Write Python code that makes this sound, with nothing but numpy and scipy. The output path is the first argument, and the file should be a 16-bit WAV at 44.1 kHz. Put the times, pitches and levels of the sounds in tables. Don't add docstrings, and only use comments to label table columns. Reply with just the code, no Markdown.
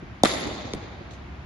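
import sys
import numpy as np
from scipy import signal
from scipy.fft import rfft, irfft, next_fast_len
from scipy.io import wavfile
from scipy.ndimage import map_coordinates

SR = 44100
rng = np.random.default_rng(int(sys.argv[2]) if len(sys.argv) > 2 else 0)


def master(y):
    cut = np.clip(np.atleast_2d(y).T, -1, 1)
    pcm = np.round(cut * 32767)
    wavfile.write(sys.argv[1], SR, pcm.astype(np.int16))


N = 63945
T = np.arange(N) / SR

# (time [s], level [dB], right ear's lead [s])
BAT_STROKE = (0.2346, -3.1, 0.00017)
# (frequency [Hz], relative level [dB], t60 [s])
BAT_MODES = [(254.7, 4.5, 0.019), (532, -2.5, 0.025), (741, 2, .018), (1073, -17.5, 0.018),
             (3220, -19, 0.013), (3610, -4.5, 0.013), (5020, -14, .011), (6760, -6.5, 0.0076),
             (8230, -13.5, 0.0065), (10110, -8, 0.0046)]
# (time [s], level [dB], right ear's lead [s])
BOARD_KNOCK = (0.7354, -19, .00010)
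# (frequency [Hz], relative level [dB], t60 [s])
BOARD_MODES = [(210, 4, 0.018), (425, 3, 0.021), (670, -9, 0.009), (1020, -9.5, 0.018), (2200, -6, 0.0082),
               (3450, -1.5, 0.006), (4640, -6, 0.0053), (6130, -4.5, .005)]
# (delay [s], level before dulling [dB], t60 [s], low-pass cutoff [Hz])
WALL_SLAPS = [(0.0146, -11, 0.02, 7000), (0.0203, -8.5, 0.032, 3420), (.029, -20, .05, 4000),
              (0.059, -21, 0.033, 2500), (.112, -36, 0.14, 9050)]
# (frequency [Hz], relative spectral level [dB])
SCATTER_COLOUR = [(100, -7.5), (170, 8.5), (330, 4.5), (580, 6), (920, -1.5), (1330, 7.5), (1620, -3.5),
                  (1900, 3.5), (2700, -7.5), (3450, 0), (4100, -3.5), (7000, -11), (10300, -11),
                  (12000, -19)]
# (delay [s], level [dB re direct hit], right ear's lead [s])
MIRROR_ECHOES = [(.0148, -18, 0.0046), (0.0207, -16, -0.0065)]
# (frequency [Hz], relative spectral level [dB])
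TAIL_NOISE_COLOUR = [(53, -37.5), (90, -16), (160, -11), (195, -4), (300, -5), (450, -8), (605, -7.5),
                     (820, -7.5), (900, -12), (1220, -13.5), (1640, -17.5), (2020, -10), (2650, -19),
                     (3260, -18), (3600, -13), (5000, -18), (5580, -22), (6590, -17.5), (7400, -20.5),
                     (8700, -64), (10300, -18), (12500, -47)]
# (frequency [Hz], t60 [s])
TAIL_DECAY = [(125, 1.9), (300, 2.45), (700, 2.29), (2000, 1.76), (4000, 1.68), (7000, 1.16), (11000, 0.69)]
# (frequency [Hz], rise time [s])
TAIL_BUILD_UP = [(150, 0.12), (350, 0.07), (700, .012), (4000, 0.021)]
# (frequency [Hz], level [dB], t60 [s])
HALL_RINGS = [(555, -44, 1.57), (606, -41.5, 1.5), (1059, -42, 1.3), (1331, -46.5, 1.36), (3480, -43, 1.37),
              (3650, -40, 1.3)]
# (frequency [Hz], side level relative to mid [dB])
DIFFUSE_WIDTH = [(60, -17.5), (110, -14.5), (200, -12), (350, -7.5), (630, -2.5), (1140, -2), (2060, 1),
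                 (3720, -3.5), (6700, 1.5), (12100, -3.5)]
# (time [s], level before dulling [dB], low-pass cutoff [Hz])
LOW_THUDS = [(0.023, -29, 326), (0.108, -39.5, 300), (0.347, -42, 500), (0.362, -32, 495),
             (0.454, -26, 600), (0.469, -27, 600), (0.645, -27.5, 496), (0.75, -21.5, 159),
             (0.766, -35, 500), (0.811, -35, 98), (1.008, -36, 400), (1.101, -31.5, 130)]
# (frequency [Hz], relative spectral level [dB])
THUD_COLOUR = [(40, -13), (90, -2), (280, 1), (450, -7.5), (900, -18), (3000, -55)]
# (time [s], level [dB])
SHOE_SCUFFS = [(1.108, -49.5), (1.134, -55)]
# (frequency [Hz], relative spectral level [dB])
SHOE_SCUFF_COLOUR = [(1000, -20), (4000, 4), (5000, -7), (6400, 2), (8000, -14), (9500, -24), (12000, -25)]
# (frequency [Hz], relative spectral level [dB])
BACKGROUND_COLOUR = [(15, -68), (25, -26), (51, -7.5), (71, -5), (124, -5), (284, -15), (367, -14.5),
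                     (420, -23), (562, -23), (711, -17.5), (800, -21), (2100, -24.5), (7000, -46.5),
                     (8600, -76), (10500, -54.5), (12500, -70)]
# (time [s], level [dB])
HUM_LEVEL = [(0, -53.5), (.7, -49), (1.0, -47.5), (1.12, -43.5), (1.45, -44.5)]

BAT_CRACK_DB, BAT_CRACK_T60_S, BAT_CRACK_LOW_HZ = -17, 0.014, 1500
KNOCK_CRACK_DB, KNOCK_CRACK_T60_S, KNOCK_CRACK_LOW_HZ = -10.5, 0.0066, 1200
CONTACT_S = 0.00022
CRACK_TOP_HZ, BODY_LOW_HZ = 7880, 60
BASS_LAG_HZ, BASS_LAG_Q = 300, 1
ECHO_LOW_HZ = 450
NEAR_DB, NEAR_T60_S = -23, 0.15
KNOCK_NEAR_DB, KNOCK_NEAR_T60_S = -43, 0.11
KNOCK_SLAP_DB, KNOCK_SLAP_DELAY_S, KNOCK_SLAP_T60_S = -38, 0.0125, 0.014
LATE_PER_S, LATE_DB, LATE_T60_S, LATE_FROM_S = 39, -21.5, 0.91, 0.03
LATE_LOW_HZ, LATE_DULL_HZ = 450, 4000
TAIL_DB, TAIL_DELAY_S = -26, 0.021
TAIL_GRAIN_DB, TAIL_GRAIN_HZ = 1.18, 120.3
TAIL_SWELL_DB, TAIL_SWELL_HZ = 1.53, 14.8
KNOCK_TAIL_DB, KNOCK_TAIL_HZ = -22.5, 4000
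RING_WAVER_HZ = 9
TICK_S, TICK_NOISE_DB, TICK_T60_S, TICK_LOW_HZ = 0.2862, -19, 0.0045, 7000
THUD_T60_S = 0.1
SCUFF_RISE_S, SCUFF_T60_S = 0.0013, 0.15
SCUFF_GRAIN_DB, SCUFF_GRAIN_HZ = 1, 300
BACKGROUND_DB = -41.5
HUM_HZ, HUM_WAVER_DB, HUM_WAVER_HZ = 68.5, -0.2, 12
CUTOFF_HZ = 12000


def stroke():
    start, db, lead = BAT_STROKE
    hit = blow(start, db, BAT_MODES, BAT_CRACK_DB, BAT_CRACK_T60_S, BAT_CRACK_LOW_HZ)
    direct = two_ears(hit, lead)
    near = from_db(NEAR_DB) * hall_noise(SCATTER_COLOUR) * burst(start, 0.0011, NEAR_T60_S)
    early = near + mirror_echoes(hit) + slaps(start)
    return direct + early + late_echoes(hit) + tail(start) + rings(start)


def knock():
    start, db, lead = BOARD_KNOCK
    hit = blow(start, db, BOARD_MODES, KNOCK_CRACK_DB, KNOCK_CRACK_T60_S, KNOCK_CRACK_LOW_HZ)
    near = from_db(KNOCK_NEAR_DB) * burst(start, 0.0023, KNOCK_NEAR_T60_S)
    slap = from_db(KNOCK_SLAP_DB) * burst(start + KNOCK_SLAP_DELAY_S, 0.00067, KNOCK_SLAP_T60_S)
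    scatter = (near + slap) * hall_noise(SCATTER_COLOUR)
    dull_tail = from_db(KNOCK_TAIL_DB) * cut(tail(start), KNOCK_TAIL_HZ, "low")
    return two_ears(hit, lead) + scatter + dull_tail


def blow(start, db, modes, crack_db, crack_t60, crack_low_hz):
    body = np.zeros(N)
    for k, (hz, level, t60) in enumerate(modes):
        sine = np.sin(2 * np.pi * hz * (T - start))
        envelope = burst(start, CONTACT_S + 0.5 / hz, t60)
        body += (-1) ** k * from_db(level) * sine * envelope
    noise = cut(rng.standard_normal(N), crack_low_hz, "high")
    noise = rms_one(cut(noise, CRACK_TOP_HZ, "low"))
    crack = from_db(crack_db) * noise * burst(start, 0.00039, crack_t60)
    return from_db(db) * bass_lag(cut(body, BODY_LOW_HZ, "high") + crack)


def bass_lag(x):
    w = 2 * np.pi * BASS_LAG_HZ / SR
    spread = np.sin(w) / (2 * BASS_LAG_Q)
    a = [1 + spread, -2 * np.cos(w), 1 - spread]
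    return signal.lfilter(a[::-1], a, x)


def mirror_echoes(hit):
    thin = cut(hit, ECHO_LOW_HZ, "high", order=1)
    out = np.zeros((2, N))
    for delay, level, lead in MIRROR_ECHOES:
        out += from_db(level) * two_ears(delayed(thin, delay), lead)
    return out


def slaps(start):
    out = np.zeros((2, N))
    for delay, db, t60, dull_hz in WALL_SLAPS:
        scatter = cut(hall_noise(SCATTER_COLOUR), dull_hz, "low", order=1)
        out += from_db(db) * scatter * burst(start + delay, 0.00081, t60)
    return out


def late_echoes(hit):
    arrives = (rng.random((2, N)) < LATE_PER_S / SR) & (T > LATE_FROM_S)
    signs = rng.choice([-1, 1], (2, N))
    paths = arrives * signs * np.exp(-np.log(1000) * T / LATE_T60_S)
    copy = cut(cut(hit, LATE_LOW_HZ, "high"), LATE_DULL_HZ, "low", order=1)
    return from_db(LATE_DB) * signal.fftconvolve(paths, copy[None], axes=1)[:, :N]


def tail(start):
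    def envelope(hz):
        swell = from_db(TAIL_SWELL_DB * wander(TAIL_SWELL_HZ))
        return swell * burst(start + TAIL_DELAY_S, at_hz(TAIL_BUILD_UP, hz), at_hz(TAIL_DECAY, hz))
    level = from_db(TAIL_DB + TAIL_GRAIN_DB * wander(TAIL_GRAIN_HZ))
    return level * hall_noise(TAIL_NOISE_COLOUR, envelope)


def rings(start):
    out = np.zeros((2, N))
    for hz, db, t60 in HALL_RINGS:
        noise = rng.standard_normal((2, 2, N + SR // 4))
        a, b = rms_one(cut(noise, RING_WAVER_HZ, "low")[..., -N:])
        phase = 2 * np.pi * hz * T
        tone = a * np.sin(phase) + b * np.cos(phase)
        out += from_db(db) * tone * burst(start + TAIL_DELAY_S, at_hz(TAIL_BUILD_UP, hz), t60)
    return out


def tick():
    noise = cut(rng.standard_normal((2, N)), TICK_LOW_HZ, "high")
    return from_db(TICK_NOISE_DB) * noise * burst(TICK_S, 0.0003, TICK_T60_S)


def thuds():
    noise = hall_noise(THUD_COLOUR)
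    out = np.zeros((2, N))
    for start, db, dull_hz in LOW_THUDS:
        out += from_db(db) * cut(noise, dull_hz, "low") * burst(start, 0.0023, THUD_T60_S)
    return out


def scuffs():
    grain = from_db(SCUFF_GRAIN_DB * wander(SCUFF_GRAIN_HZ))
    grit = grain * hall_noise(SHOE_SCUFF_COLOUR)
    return grit * sum(from_db(db) * burst(start, SCUFF_RISE_S, SCUFF_T60_S) for start, db in SHOE_SCUFFS)


def background():
    hum_db = np.interp(T, *np.transpose(HUM_LEVEL)) + HUM_WAVER_DB * wander(HUM_WAVER_HZ)
    tone = np.sqrt(2) * np.sin(2 * np.pi * HUM_HZ * T)
    return from_db(BACKGROUND_DB) * hall_noise(BACKGROUND_COLOUR) + from_db(hum_db) * tone


def hall_noise(colour, envelope=None):
    size = next_fast_len(N)
    hz = np.maximum(np.fft.rfftfreq(size, 1 / SR), 1)
    mid, side = rfft(rng.standard_normal((2, size)))
    width = from_db(at_hz(DIFFUSE_WIDTH, hz))
    pair = (mid + width * side * [[1], [-1]]) / np.sqrt(1 + width ** 2)
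    noise = rms_one(irfft(from_db(at_hz(colour, hz)) * pair, size))
    if envelope is None:
        return noise[:, :N]
    spectrum = rfft(noise)
    band = np.round(2 * np.log2(np.clip(hz, 125, CUTOFF_HZ)))
    out = np.zeros((2, N))
    for k in np.unique(band):
        out += irfft(spectrum * (band == k), size)[:, :N] * envelope(2 ** (k / 2))
    return out


def two_ears(x, lead):
    return np.array([delayed(x, lead), x])


def delayed(x, seconds):
    return map_coordinates(x, [np.arange(N) - seconds * SR], order=3)


def burst(start, rise, t60):
    age = np.maximum(T - start, 0)
    return np.minimum(age / rise, 1) * np.exp(-np.log(1000) * age / t60)


def wander(hz):
    noise = rng.standard_normal(N + SR // 4)
    return rms_one(cut(noise, hz, "low")[-N:])


def cut(x, hz, kind, order=2):
    sos = signal.butter(order, np.clip(hz, 10, 0.45 * SR), kind, fs=SR, output="sos")
    return signal.sosfilt(sos, x)


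def at_hz(points, hz):
    table_hz, values = np.transpose(points)
    return np.interp(np.log(hz), np.log(table_hz), values)


def rms_one(x):
    return x / np.sqrt(np.mean(x ** 2) + 1e-20)


def from_db(db):
    return 10 ** (np.asarray(db) / 20)


def scene():
    return stroke() + knock() + tick() + thuds() + scuffs() + background()


def record(dry):
    clipped = np.clip(dry, -0.95, 0.95)
    low_pass = signal.ellip(10, 0.3, 80, CUTOFF_HZ, fs=SR, output="sos")
    return signal.sosfilt(low_pass, clipped)


dry = scene()
out = record(dry)
master(out)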